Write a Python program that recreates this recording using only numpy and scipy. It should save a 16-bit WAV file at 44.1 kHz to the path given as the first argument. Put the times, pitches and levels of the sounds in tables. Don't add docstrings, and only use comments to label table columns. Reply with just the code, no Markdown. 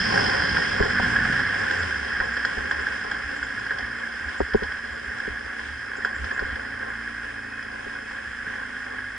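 import sys
import numpy as np
from scipy import signal
from scipy.fft import rfft, irfft, next_fast_len
from scipy.io import wavfile
from scipy.ndimage import uniform_filter1d

SR = 44100
rng = np.random.default_rng(int(sys.argv[2]) if len(sys.argv) > 2 else 0)


def elevation(decibels):
    levels = np.asarray(decibels, float)
    return 10 ** (levels / 20)


def transcribe(u):
    v = np.clip(np.atleast_2d(u).T, -1, 1)
    q = np.round(v * 32767).astype(np.int16)
    wavfile.write(sys.argv[1], SR, q)


N = 404827
TIME = np.arange(N) / SR
OPPOSED = np.array([[1], [-1]])


def unit(x):
    return x / np.sqrt(np.mean(x ** 2))


def walk(rate):
    hold = int(SR / rate)
    steps = np.repeat(rng.standard_normal(N // hold + 1), hold)
    return unit(uniform_filter1d(uniform_filter1d(steps, hold), hold)[:N])


def colour(table, hz):
    f, db = np.transpose(table)
    return elevation(np.interp(np.log(hz), np.log(f), db))


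# (frequency [Hz], left minus right level [dB], phase by which the right port leads [rad])
PORTS = [(60, -1, .6), (320, -2, .45), (400, 0, 1.6), (520, 1, 2.4), (800, 1, 1.3), (1040, 2.5, 1.9),
         (1140, 0, .4), (1640, -2, -.1), (2100, -4, 0), (2600, 3, -2.7), (3240, -.5, 0), (4150, 0, -2.3),
         (4660, -1, 0), (5100, -4, 0)]


def ring(drive, modes, order=2):
    size = next_fast_len(len(drive) + SR // 4)
    hz = np.arange(size // 2 + 1) * SR / size
    port_hz, port_pan_db, port_lead = np.transpose(PORTS)
    out = 0
    for f, width, db in modes:
        pan_db = np.interp(f, port_hz, port_pan_db)
        lead = np.interp(f, port_hz, port_lead) * (f < port_hz[-1])
        wide = width / 2 / np.sqrt(2 ** (1 / order) - 1)
        peak = (wide / (wide + 1j * (hz - f))) ** order * np.minimum(hz / f * 2, 1)
        gain = elevation(db + pan_db * OPPOSED / 2)
        out = out + peak * gain * np.array([[1], [np.exp(1j * lead)]])
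    return irfft(out * rfft(drive, size), size)[:, :len(drive)]


def rush(modes, db, gate, flicker_db, rate):
    drive = rng.standard_normal(N) * gate * elevation(flicker_db * walk(rate))
    return unit(ring(drive, modes)) * elevation(db)


# (time [s], level [dB])
SWIRL = [(0.0, -25), (0.4, -23.5), (0.65, -25.5), (0.92, -24), (1.2, -24), (1.55, -26), (1.8, -24.5),
         (2.0, -29.5), (2.76, -29.5), (3.63, -31.5), (5.0, -32.5), (6.1, -33), (6.45, -31), (6.85, -32.5),
         (7.45, -35.5), (8.1, -34), (8.6, -32.5), (9.18, -34.5)]


def airflow():
    swirl_db = np.interp(TIME, *np.transpose(SWIRL)) + 32
    braking_s, sag_db_per_s = 1.43, 0.74
    wind_db = 20.5 * np.exp(-TIME / braking_s) - sag_db_per_s * TIME
    start_s, end_s, ease_s = .88, 1.47, 0.035
    glance = (np.tanh((TIME - start_s) / ease_s) - np.tanh((TIME - end_s) / (3 * ease_s))) / 2
    return swirl_db, wind_db, glance


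# (time [s], firing rate [Hz], hum level [dB])
ENGINE = [(0.0, 56.2, -48), (0.3, 58, -59), (0.55, 54, -63), (0.8, 57.6, -46), (1.0, 60.4, -42.5),
          (1.28, 58.2, -42.5), (1.5, 54.5, -46.5), (1.62, 57.6, -54.5), (3.8, 56.4, -50.5),
          (4.3, 58.6, -58), (4.6, 55.5, -52), (4.8, 58.2, -57), (6.4, 55.6, -49.5), (7.1, 56.2, -49.5),
          (8.1, 56.1, -52.5), (8.44, 51.6, -51.5), (8.7, 53, -53.5), (8.86, 50.75, -52.5)]
# (multiple of the firing rate, level [dB])
ORDER = [(.5, -11), (1, 0), (1.5, -8), (2, -4.5), (3, -25), (4, -1), (4.5, -9), (5, -2.5), (6, -14)]
# (frequency [Hz], level [dB])
HELMET = [(25, -4), (55, -1), (105, 2), (165, -8), (207, -6), (225, 0), (238, 8), (255, 3), (285, -1),
          (340, -8), (700, -25)]


def engine():
    s, hz, db = np.transpose(ENGINE)
    hz = np.interp(TIME, s, hz) * (1 + 0.0046 * walk(20) + .009 * walk(5))
    phase = 2 * np.pi * np.cumsum(hz) / SR
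    hum = 0
    for multiple, order_db in ORDER:
        gain = elevation(order_db + 2.0 * walk(9)) * colour(HELMET, multiple * hz)
        hum = hum + gain * np.sin(multiple * phase + 6 * rng.random())
    level = elevation(uniform_filter1d(np.interp(TIME, s, db), SR // 5))
    return np.sqrt(2) * level * np.array([0.87 * hum, np.roll(hum, -8)]), phase


def clatter_gate(phase):
    return elevation(1.74 * np.cos(phase) + 0.61 * np.cos(phase / 4))


# (frequency [Hz], width [Hz], level [dB])
BUFFET = [(60, 37, -13), (108.7, 45, -2.5), (173.3, 93, -1)]
# (frequency [Hz], width [Hz], level [dB])
SHELL = [(255.4, 62, -4), (447.7, 71, -1), (512, 71, 2), (739.6, 27, -9), (818, 160, -4.5), (1033, 67, 1.5)]
# (frequency [Hz], width [Hz], level [dB])
CAVITY = [(1163, 34, -12), (1505.5, 64, -10.5), (1642.3, 162, 0.5), (1784, 174, -8), (2054, 70, -9.5),
          (2591, 66, -16.5)]
# (frequency [Hz], width [Hz], level [dB])
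PORT = [(4632, 116, -6), (4672, 76, -7), (5092, 140, 3), (5204, 216, -1.5)]


def case_air(swirl_db, wind_db, glance, clatter):
    buffet_db = -53 + 1.22 * swirl_db + 0.5 * wind_db + 4.5 * glance
    rumble_db = -41.5 + 0.37 * swirl_db + 0.53 * wind_db
    whistle_db = -50 + .25 * swirl_db + 0.99 * wind_db - 2.5 * glance
    air = rush(BUFFET, buffet_db, 1, 1.7, 7)
    air += rush(SHELL, rumble_db, clatter, 1.87, 11)
    air += rush(CAVITY, swirl_db - 32, clatter, 0.94, 20)
    air += rush(PORT, whistle_db, clatter, 0.67, 14)
    return air, whistle_db


def steady_flow(swirl_db, whistle_db, glance):
    flow_db = .7 * (swirl_db - 32) + 0.36 * (whistle_db + 21.5) + 0.5 * glance
    return uniform_filter1d(flow_db, SR // 4)


# (frequency [Hz], width [Hz], level [dB])
SLOT = [(2770, 670, -8.5), (3183, 210, 5.5), (3300, 80, -6), (4140, 520, -4.5)]
# (frequency [Hz], width [Hz], level [dB])
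SEAMS = [(5800, 250, 5), (7110, 520, -1.5), (8170, 180, -15), (9230, 1300, -6.5)]
# (frequency [Hz], width [Hz], level [dB])
CATCH = [(7430, 160, 0.005)]


def gap_air(flow_db, swirl_db, clatter):
    air = rush(SLOT, flow_db - 18.5, clatter, 1.4, 20)
    air += rush(SEAMS, flow_db - 30.5, clatter, 2.6, 14) * OPPOSED
    return air + rush(CATCH, -62.5 + 0.96 * (swirl_db - 8), clatter, 3.5, 12)


# (frequency [Hz], density [dB per Hz])
LEAK = [(30, -6), (130, -22.5), (320, -2.5), (600, -7), (1250, -11), (1650, -1.5), (2350, -4.5),
        (2900, -4.5), (3700, -13.5), (4400, -26), (5700, -14), (6400, -20.5), (9500, -21.5), (10000, -40.5)]


def leak(flow_db):
    air = rfft(rng.standard_normal((2, N)) * elevation(1.64 * walk(14)))
    air = irfft(air * colour(LEAK, np.arange(N // 2 + 1) * SR / N + 1), N)
    hiss = rng.standard_normal((3, N))
    return unit(air) * elevation(flow_db - 12) + elevation(-58.5) * (hiss[0] + 0.62 * hiss[1:])


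# (frequency [Hz], rms level [dB])
WHINE = [(6773, -78), (6714, -80)]


def whine():
    return sum(np.sqrt(2) * elevation(db) * np.sin(2 * np.pi * hz * TIME) for hz, db in WHINE)


# (frequency [Hz], width [Hz], level [dB])
VALVES = [(2526, 52, 0)]


def valve_gear(clatter):
    middle_s, half_length_s = 7.7, 0.61
    tipped = np.exp(-((TIME - middle_s) / half_length_s) ** 4)
    return rush(VALVES, -57.5, clatter, 1.5, 5) * OPPOSED * (0.32 + tipped)


# (time [s], peak level [dB], length [s])
BUMPS = [(0.02, -40, .08), (0.25, -28.5, 0.11), (0.4, -34, .1), (0.534, -31, .1), (0.662, -31, 0.085),
         (0.808, -22.5, 0.047), (1.4, -43, .15), (1.7, -45, .25), (1.997, -35, .07), (2.18, -41, 0.23),
         (2.6, -36.5, 0.17), (2.854, -36.5, 0.26), (3.25, -38, 0.13), (3.45, -38, .1), (3.84, -40, 0.086),
         (4.27, -35, .08), (4.42, -24, .05), (4.555, -28, 0.046), (4.69, -36, 0.2), (4.93, -41, 0.12),
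         (5.093, -36, .06), (5.303, -33.5, 0.11), (5.47, -36, .06), (5.712, -40, 0.18), (6.24, -30.5, 0.12),
         (6.42, -34, .08), (6.505, -28, 0.14), (6.75, -50, .1), (8.283, -39, 0.071)]


def rocking():
    s, db, length_s = np.array(BUMPS).T[:, :, None]
    t = TIME[::64]
    fall_db = 11.5
    power = np.sum(elevation(db - fall_db * ((t - s) * 2 / length_s) ** 2) ** 2, axis=0)
    return np.interp(TIME, t, power)


# (frequency [Hz], width [Hz], level [dB])
MOUNT = [(30, 13, -11), (70, 11.4, 0)]


def mount_shake(swirl_db, wind_db):
    bumps = rocking()
    tremble_db = -54.5 + .3 * swirl_db + .4 * wind_db
    shake_db = 10 * np.log10(bumps / 2 + elevation(tremble_db) ** 2)
    swing_phase = 2 * np.pi * np.cumsum(MOUNT[1][0] * (1 + .04 * walk(6))) / SR
    swing = np.sin(swing_phase + np.array([[0], [.6]]))
    return rush(MOUNT, shake_db - 4.0, 1, .8, 5.3) + swing * np.sqrt(2 * bumps) * elevation(-8)


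def blows(times, db, length_s, rattle, tail_db):
    age = np.arange(4096) / SR
    burst = np.exp(-age / length_s) * np.minimum(age / (0.63 * length_s), 1)
    push = burst * (1 - rattle)
    rattling = burst * rattle + elevation(tail_db) * np.exp(-age / (10 * length_s))
    chance = rng.standard_normal((len(times), 4096))
    out = np.zeros(N + 4096)
    for t, gain, noise in zip(times, elevation(db), chance):
        i = int(t * SR)
        out[i:i + 4096] += gain * (push + rattling * noise) / np.sum(burst ** 2) ** .5
    return out[:N]


def struck(times, db, modes, length_s, rattle=0.29, tail_db=-24, order=1):
    click = ring(signal.unit_impulse(SR // 4), modes, order)
    return ring(blows(times, db, length_s, rattle, tail_db), modes, order) / np.abs(click.mean(axis=0)).max()


def strays(swirl_db, count=30):
    chance = rng.random((count, 2))
    s = (np.arange(count) + chance[:, 0]) * (TIME[-1] - .1) / count
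    db = -26.5 + .6 * np.interp(s, TIME, swirl_db) + 6.5 * (2 * chance[:, 1] - 1)
    return np.transpose([s, db, np.full(count, -21.0)])


# (time [s], peak level [dB], brightness [dB])
TICKS = [(0.1761, -11.5, -20.5), (0.5686, -9, -23), (0.825, -11.5, -25), (0.8976, -13.5, -21),
         (1.0216, -13.5, -26), (1.1598, -9, -27), (1.2503, -10.5, -24), (1.3274, -11.5, -24),
         (1.7085, -11.5, -18), (1.8276, -16, -17), (2.1261, -17.5, -22), (2.2014, -7.5, -28),
         (2.367, -14.5, -21), (2.4491, -9.5, -19.5), (2.7107, -11, -20), (2.792, -16.5, -26),
         (2.868, -16, -24), (3.0357, -15.5, -23), (3.1121, -11.5, -22.5), (3.3129, -16, -26),
         (3.4278, -18, -19), (3.707, -14.5, -24), (3.7843, -16, -17.5), (4.2852, -20, -23),
         (4.5341, -14.5, -21.5), (4.6322, -15.5, -18.5), (6.0476, -9, -24), (6.2425, -19, -17),
         (6.3116, -15.5, -22), (6.3924, -12.5, -23)]
# (time [s], peak level [dB])
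CHINKS = [(1.5796, -52), (1.655, -56), (1.7064, -45), (1.7852, -44.5), (1.8286, -62), (1.9782, -56),
          (2.24, -50), (2.3289, -47), (2.4485, -46), (2.538, -56), (2.6078, -58), (2.6941, -46),
          (2.8069, -50), (3.1032, -51), (3.169, -58), (3.3601, -49), (3.4324, -47), (3.5876, -52),
          (4.3756, -49), (4.5589, -53), (4.9195, -55), (5.1675, -55), (5.9597, -49), (6.0385, -49),
          (6.1508, -50), (6.3284, -49), (6.3628, -55), (6.4531, -55), (6.6057, -58), (6.8886, -56)]


def ticks(faint):
    s, db, bright_db = np.vstack([TICKS, faint]).T
    taps = struck(s, db - 9, CAVITY[1:3], 0.00016, rattle=0.069, tail_db=-12, order=2)
    taps += struck(s, db - 5.5, CAVITY[1:4], 0.0047, rattle=1.0, tail_db=-17, order=2)
    taps += struck(s, db + bright_db + 3.5, PORT + SLOT, 0.0038, rattle=0.94, tail_db=-15.5, order=2)
    taps += struck(s, db + bright_db - 10, SEAMS, .003, rattle=0.79, tail_db=-12, order=2) * OPPOSED
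    taps += struck(s, db - 21, SHELL[1:], 0.0088, rattle=0.77, tail_db=-7.5, order=2)
    s, db = np.transpose(CHINKS)
    return taps + struck(s, db + 13, CATCH + SEAMS[1:2], 0.016, rattle=0.63, tail_db=-28, order=2)


# (time [s], peak level [dB], then against it: thud [dB], knock [dB], crack [dB])
KNOCKS = [(0.806, -13.5, -7, -7.5, -9), (0.832, -23, -16, -3, -11), (0.858, -20.5, -15, -13, -13),
          (1.002, -29, -12, -9, 9), (1.297, -30.5, -10, 8.5, -13), (2.203, -32.5, -1, -9.5, -13),
          (2.576, -30, -3, -2, -6), (3.078, -37, -10, -13, -8), (4.407, -10.5, -24, -24, -5.5),
          (4.549, -11.5, -16, -5, -12), (4.624, -26, -10, -2.5, -23), (5.279, -27, -19, -4, -19),
          (5.986, -34, -15, -14, -12), (6.037, -40, -15, -2, -9), (6.424, -28, -4, -4, -18),
          (7.868, -36, -13, -7, -9), (8.114, -34.5, -18, -12, 2), (8.473, -35, -19, 1.5, -12)]
# (frequency [Hz], width [Hz], level [dB])
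RING = [(421, 59.5, 8), (499, 72, -3.5), (326, 58, -6)]
# (frequency [Hz], width [Hz], level [dB])
KNOCK = [(221.6, 46, 0)]
# (frequency [Hz], width [Hz], level [dB])
THUD = [(35, 30, -15), (71, 28, -4), (132, 60, -7)]
# (frequency [Hz], width [Hz], level [dB])
CRACK = [(778, 67, 2), (970, 110, 2), (1140, 220, -11)]


def knocks():
    s, db, thud_db, knock_db, crack_db = np.transpose(KNOCKS)
    hits = struck(s, db + thud_db - 0.5, THUD, 0.0094)
    hits += struck(s, db + knock_db - 9.5, KNOCK, 0.00039)
    hits += struck(s - .004, db + crack_db - 2.5, CRACK, 0.00046, rattle=0.22, tail_db=-9.5)
    hits += struck(s - .003, db - 11.5, RING, 0.00054, rattle=0.34, tail_db=-12.0, order=2)
    dulling = signal.butter(3, 1500, fs=SR, output="sos")
    return signal.sosfilt(dulling, hits)


def glance_puff(glance, clatter):
    peak_s = 1.23
    return rush(CAVITY[2:3], -25.5, clatter, 1.7, 17.6) * glance * np.minimum(TIME / peak_s, 1)


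# (time [s], frequency [Hz], level [dB])
EDDY = [
    (1.15, 150, -60),
    (1.25, 134.7, -39),
    (1.4, 125, -43),
    (1.52, 99.3, -45.5),
    (1.92, 74.5, -42),
    (2.1, 67.7, -51),
    (2.3, 65.7, -45),
    (2.6, 63.4, -60),
]


def eddies():
    s, hz, db = np.transpose(EDDY)
    phase = 2 * np.pi * np.cumsum(np.interp(TIME, s, hz) * (1 + 0.0385 * walk(26))) / SR
    level = elevation(np.interp(TIME, s, db, left=-99, right=-99) + 4.3 * walk(24))
    return np.sqrt(2) * level * np.sin([phase, phase + .3])


def scene():
    swirl_db, wind_db, glance = airflow()
    hum, phase = engine()
    clatter = clatter_gate(phase)
    air, whistle_db = case_air(swirl_db, wind_db, glance, clatter)
    flow_db = steady_flow(swirl_db, whistle_db, glance)
    air += gap_air(flow_db, swirl_db, clatter) + leak(flow_db)
    air += glance_puff(glance, clatter) + eddies()
    machine = hum + valve_gear(clatter) + whine()
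    hits = mount_shake(swirl_db, wind_db) + ticks(strays(swirl_db)) + knocks()
    return air + machine + hits


def low_pass(x):
    return signal.sosfilt(signal.butter(12, 11040, fs=SR, output="sos"), x)


def record(dry):
    top = signal.ellip(10, .2, 50, 11030, fs=SR, output="sos")
    mix = signal.sosfilt(top, dry)
    return low_pass(mix)


dry = scene()
out = record(dry)
transcribe(out)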